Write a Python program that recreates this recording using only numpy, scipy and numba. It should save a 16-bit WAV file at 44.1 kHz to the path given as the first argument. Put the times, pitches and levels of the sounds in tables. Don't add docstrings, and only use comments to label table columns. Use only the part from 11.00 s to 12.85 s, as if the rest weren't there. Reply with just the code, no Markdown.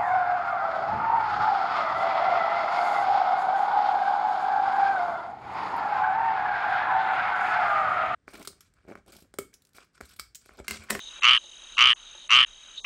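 import sys
import numpy as np
from scipy import signal
from scipy.io import wavfile
from scipy.ndimage import uniform_filter1d
from numba import njit

SR = 44100
rng = np.random.default_rng(int(sys.argv[2]) if len(sys.argv) > 2 else 0)


def invert_db(level):
    return 10 ** (np.asarray(level, dtype=float) / 20)


def inscribe(sig):
    pcm = np.round(np.clip(np.atleast_2d(sig).T, -1, 1) * 32767)
    wavfile.write(sys.argv[1], SR, pcm.astype(np.int16))


N = 81585
TIME = np.arange(N) / SR


@njit
def moving_bandpass(x, hz, width):
    y, band_state, low_state = np.empty(len(x)), 0., 0.
    for i in range(len(x)):
        g, damping = np.tan(np.pi * hz[i] / SR), width / hz[i]
        v = (band_state + g * (x[i] + 1e-18 - low_state)) / (1 + g * (g + damping))
        band_state = 2 * v - band_state
        low_state += 2 * g * v
        y[i] = damping * v
    return y


def resonate(x, hz, width, widening=1):
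    hz = hz + np.zeros(N)
    return moving_bandpass(moving_bandpass(x, hz, float(width)), hz, float(widening * width))


def set_level(x, db):
    return x * invert_db(db) / np.sqrt(np.mean(x ** 2))


def walk(rate):
    hold = int(SR / rate)
    steps = np.repeat(rng.standard_normal(N // hold + 1), hold)[:N]
    return 0.93 * uniform_filter1d(uniform_filter1d(steps, hold), hold)


def clicks(times, sizes):
    at = np.asarray(times)[:, None] * SR
    idx = np.floor(at).astype(int) + np.arange(-8, 9)
    shape = np.sinc(idx - at) * np.cos(np.pi * (idx - at) / 18) ** 2
    out = np.zeros(N + SR)
    np.add.at(out, idx, np.asarray(sizes)[:, None] * shape)
    return out[:N]


def window(centre, length, edge):
    return np.clip((length / 2 - np.abs(TIME - centre)) / edge + .5, 0, 1)


# f/Hz, level/dB (per Hz)
NIGHT_COLOUR = [(30, 10), (60, -15), (150, -15.5), (500, -13), (2000, -13), (3500, -12), (4400, -18),
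                (10000, -18.5)]


def night():
    out, rows = 0, np.array(NIGHT_COLOUR)
    for hz in 30 * 2 ** np.arange(0, 8.5, 1 / 3):
        db = np.interp(np.log(hz), np.log(rows[:, 0]), rows[:, 1]) + walk(5)
        out = out + invert_db(db) * resonate(rng.standard_normal(N), hz, hz / 3)
    return set_level(out, -55)


# f/Hz, width/Hz, trill rate/Hz, trill depth (0-1), flicker/dB, level/dB
INSECT_VOICES = [
    (3750, 260, 13, 0, -10.5, -49),
    (6394, 393, 50, 0.3, .8, -52.5),
    (3083, 360, 57, 0.5, 4, -52.5),
]


def insects():
    out = 0
    for hz, width, rate, depth, flicker_db, db in INSECT_VOICES:
        phase = np.cumsum(rate * (1 + 0.035 * walk(5.34))) / SR
        throb = 1 + depth * np.sin(2 * np.pi * phase)
        rasp = resonate(rng.standard_normal(N), hz, width, 1.77)
        flicker = invert_db(min(flicker_db, 1.2) * walk(30))
        out = out + set_level(rasp * throb * flicker, db)
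    return out


CRICKET_HZ, CRICKET_FALL_HZ, CRICKET_PER_S, CRICKET_DB = 3804, 69, 39.6, -50.5


def cricket():
    beat = np.cumsum(CRICKET_PER_S * (1 + 0.011 * walk(4.4))) / SR % 1
    hz = CRICKET_HZ + CRICKET_FALL_HZ * (1 - 2 * beat) + 12 * walk(25)
    pulses = np.sin(np.pi * beat) ** 4.5 * invert_db(1.3 * walk(60))
    return set_level(pulses * np.sin(2 * np.pi * np.cumsum(hz) / SR), CRICKET_DB)


# t/s, level/dB
CAMERA_KNOCKS = [(.045, -84), (0.439, -72.5), (0.629, -77), (.19, -72.5), (1.148, -68), (1.18, -75.5),
                 (1.244, -78.5)]
# f/Hz, width/Hz, level/dB
CAMERA_BODY = [
    (356, 23, 1),
    (565, 114, 14),
    (880, 120, 14),
]


def knocks():
    rows = np.array(CAMERA_KNOCKS)
    hit = uniform_filter1d(clicks(rows[:, 0], invert_db(rows[:, 1])), 12)
    return sum(invert_db(db) * resonate(hit, hz, width) * SR / width for hz, width, db in CAMERA_BODY)


# centre t/s, length/s, pulse rate/Hz, level/dB
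FAR_CALLS = [
    (0.174, 0.11, 120, -58),
    (0.689, 0.23, 118, -62.5),
    (1.051, 0.31, 122, -62),
    (1.47, 0.099, 120, -60),
    (1.678, 0.2, 85, -62),
]
# f/Hz, width/Hz, level/dB
FAR_RESONANCES = [
    (1420, 900, 6.2),
    (2390, 67, -5.5),
    (2653, 600, 8),
    (3270, 170, 6),
]


def far_frogs():
    gate = 0
    for centre, length, rate, db in FAR_CALLS:
        pulses = np.exp(-(TIME * rate % 1) / 1.05)
        gate = gate + invert_db(db) * window(centre, length, 0.091) * pulses
    calls = gate * rng.standard_normal(N)
    return sum(invert_db(db) * resonate(calls, hz, width) * np.sqrt(SR / width) for hz, width, db in FAR_RESONANCES)


FULL_PULSES = 19
PERIOD_MS, SPEEDUP_MS, PULSE_JITTER_MS = 8.4, .045, .13
START_DRAG_MS, START_DRAG_PULSES, END_DRAG_MS, END_DRAG_PULSES = 3.0, .9, .9, .8
RISE_DB, RISE_PULSES, FALL_DB, FALL_PULSES = -22, 1.2, -12, 1.5
SLAP_GAP_MS, EDGE_GAP_MS, SLAP_JITTER_MS, SLIP_MS = 2.6, .9, .03, .025
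SECOND_DB, EDGE_SECOND_DB, SCATTER_DB, SIGH_MS = 1.5, 7, .5, 8.5
SNAP_LOSS, SNAP_FADE_DB = 5.0, -48
RASP_MS, RASP_DB, RASP_LOSS = 5.7, 10.5, 0.63
# t/s, level/dB (loss)
FEEBLE_SLAPS = [(.258, -11.5), (.266, -12), (.2745, -6), (.299, -13), (.3145, -4.5), (.322, -10.5),
                (.338, -11.5), (.354, -7), (.797, -8.5), (.830, -10), (.846, -17.5), (.862, -10),
                (.878, -8.5), (.886, -5), (.893, -3.5), (1.379, -11.5), (1.395, -7.5), (1.418, -14.5)]


def slaps(start, stretch, db, sigh_db, count):
    k = np.arange(count)
    left = max(count, FULL_PULSES) - 1 - k
    early, late = np.exp(-k / START_DRAG_PULSES), np.exp(-left / END_DRAG_PULSES)
    swell, fade = np.exp(-k / RISE_PULSES), np.exp(-left / FALL_PULSES)
    gap_chance, second_chance, first_chance, time_chance = rng.standard_normal((4, count))

    period_ms = PERIOD_MS - SPEEDUP_MS * k + START_DRAG_MS * early
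    period_ms = period_ms + END_DRAG_MS * np.exp(-(left - 1) / END_DRAG_PULSES)
    onset = start + stretch * (np.cumsum(period_ms) - period_ms) / 1000
    onset = onset + PULSE_JITTER_MS * time_chance / 1000
    feeble = np.array(FEEBLE_SLAPS)
    loss_db = (np.abs(onset[:, None] - feeble[:, 0]) < .004) @ feeble[:, 1]

    size_db = db + RISE_DB * swell + FALL_DB * fade
    gap_ms = SLAP_GAP_MS + EDGE_GAP_MS * (early + late) + SLAP_JITTER_MS * gap_chance + SLIP_MS * loss_db
    second_s = onset + gap_ms / 1000
    second_db = size_db + SECOND_DB + EDGE_SECOND_DB * (swell + late) + SCATTER_DB * second_chance
    first_s = np.append(onset, onset[-1] + SIGH_MS / 1000)
    first_db = np.append(size_db + SCATTER_DB * first_chance, db + sigh_db)

    first = clicks(first_s, invert_db(first_db))
    second = clicks(second_s, invert_db(second_db + loss_db))
    snap = clicks(second_s, invert_db(second_db + SNAP_LOSS * loss_db + SNAP_FADE_DB * late))
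    span = int(RASP_MS * SR / 1000)
    air = clicks(onset, invert_db(size_db + RASP_DB + RASP_LOSS * loss_db))
    puff = np.convolve(air, np.hanning(span) / np.sqrt(span))[:N] * rng.standard_normal(N)
    return first, second, snap, puff


INFLATE_S, BREATHY_DB, THROAT_TOP_HZ = 0.032, -30, 3700
TIGHTEN = 0.016
# f/Hz at start, f/Hz once inflated, width/Hz, level/dB at start, level/dB at end
THROAT_AND_SAC = [
    (1200, 1274, 223, -0.5, -11),
    (2110, 2350, 432, 5, -2),
    (2583, 2950, 327, 3.5, 3.1),
    (1790, 1865, 400, -24, -6),
    (3450, 3710, 660, -9.5, -17.5),
]
SECOND_SLAP_SHARE = [-6, -13, 1.96, 4, 4]


def throat(first, second, fill, spent):
    breath = invert_db(BREATHY_DB) * rng.standard_normal(N) * uniform_filter1d(np.abs(first + second), 90) * 20
    out = 0
    for (hz0, hz1, width, db0, db1), share_db in zip(THROAT_AND_SAC, SECOND_SLAP_SHARE):
        hz = (hz0 + (hz1 - hz0) * fill) * (1 + TIGHTEN * spent)
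        drive = first + invert_db(share_db) * second + breath
        gain = invert_db(db0 + (db1 - db0) * spent)
        out = out - gain * resonate(drive, hz, width, 2.4) * SR / width / 3
    return signal.sosfilt(signal.butter(4, [930, THROAT_TOP_HZ], "band", fs=SR, output="sos"), out)


# f/Hz, width/Hz, level/dB at start, level/dB at end
SNAP_RESONANCES = [
    (60, 170, -27, -24.5),
    (324, 860, -17.5, -21),
    (602, 680, -25.5, -48),
    (4574, 2050, -3, -14.5),
    (5654, 1020, -4.5, -43.5),
    (8650, 980, -39, -24),
]


def slap_snap(snap, puff, fill, spent):
    out = 0
    for hz, width, db0, db1 in SNAP_RESONANCES:
        drive = fill * snap + (hz > THROAT_TOP_HZ) * puff
        out = out + invert_db(db0 + (db1 - db0) * spent) * resonate(drive, hz, width) * SR / width / 3
    return out


def croak(start, stretch, db, sigh_db, count):
    first, second, snap, puff = slaps(start, stretch, db, sigh_db, count)
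    fill = 1 - np.exp(-np.clip(TIME - start, 0, None) / INFLATE_S)
    spent = np.clip((TIME - start) / (max(count, FULL_PULSES) * PERIOD_MS / 1000), 0, 1)
    return throat(first, second, fill, spent) + slap_snap(snap, puff, fill, spent)


# first pulse t/s, tempo stretch (factor), level/dB, closing sigh level/dB
CROAK_CALLS = [
    (.2205, 1.004, -11.5, -15),
    (.768, 1.0, -11.5, -19),
    (1.2927, 0.9995, -11.5, -40),
    (1.8448, 1.0, -12, -20),
]
CROAK_PULSES = (19, 20, 19, 1)
ECHO_DB, ECHO_S = -20, .005


def frog():
    direct = sum(croak(*row, count=count) for row, count in zip(CROAK_CALLS, CROAK_PULSES))
    tail = rng.standard_normal(2000) * np.exp(-np.arange(2000) / SR / ECHO_S)
    return direct + invert_db(ECHO_DB) * signal.fftconvolve(direct, tail / 10)[:N]


SAG_DB, RECOVER_S, MASK_DB, MASK_EDGE_S = -3, 0.72, -6, .01


def scene():
    sag_db = 0
    for row, count in zip(CROAK_CALLS, CROAK_PULSES):
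        start, end = row[0], row[0] + count * PERIOD_MS / 1000
        recovery = np.exp(-np.clip(TIME - end, 0, None) / RECOVER_S)
        mask = window((start + end) / 2, end - start, MASK_EDGE_S)
        sag_db = sag_db + (TIME > start) * SAG_DB * recovery + MASK_DB * mask
    background = night() + insects() + cricket() + knocks() + far_frogs()
    return (frog() + invert_db(sag_db) * background)[None]


def low_pass(x):
    return signal.sosfilt(signal.butter(12, 10210, fs=SR, output="sos"), x)


BEND, LOW_CUT_HZ, TOP_HZ = 0.0065, 17, 10050
# centre t/s, length/s, low f/Hz, high f/Hz
BAND_GAPS = [(.204, 0.0065, 395, 9000), (0.211, 0.026, 4400, 6360), (0.215, 0.0053, 2300, 3200),
             (0.384, 0.021, 1650, 2400), (0.762, 0.025, 1650, 2630), (0.947, 0.022, 1200, 5560),
             (1.284, 0.0067, 660, 7400), (1.29, 0.014, 4800, 7700), (1.455, 0.012, 600, 9400),
             (1.822, 0.04, 1200, 3400)]
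# low f/Hz, high f/Hz
FEEBLE_GAP = (5600, 7600)


def record(dry):
    x = dry[0] - BEND * dry[0] ** 2
    x = signal.sosfilt(signal.butter(1, LOW_CUT_HZ, "high", fs=SR, output="sos"), x)
    feeble_gaps = [(s + .003, 0.004, *FEEBLE_GAP) for s, db in FEEBLE_SLAPS if db < -7.5 and s > .29]
    for centre, length, low_hz, high_hz in list(BAND_GAPS) + feeble_gaps:
        sos = signal.butter(5, [low_hz, high_hz], "band", fs=SR, output="sos")
        x = x - window(centre, length, .006) * signal.sosfiltfilt(sos, x)
    x = signal.sosfilt(signal.ellip(10, .2, 80, TOP_HZ, fs=SR, output="sos"), x)
    return low_pass(x[None])


dry = scene()
out = record(dry)
inscribe(out)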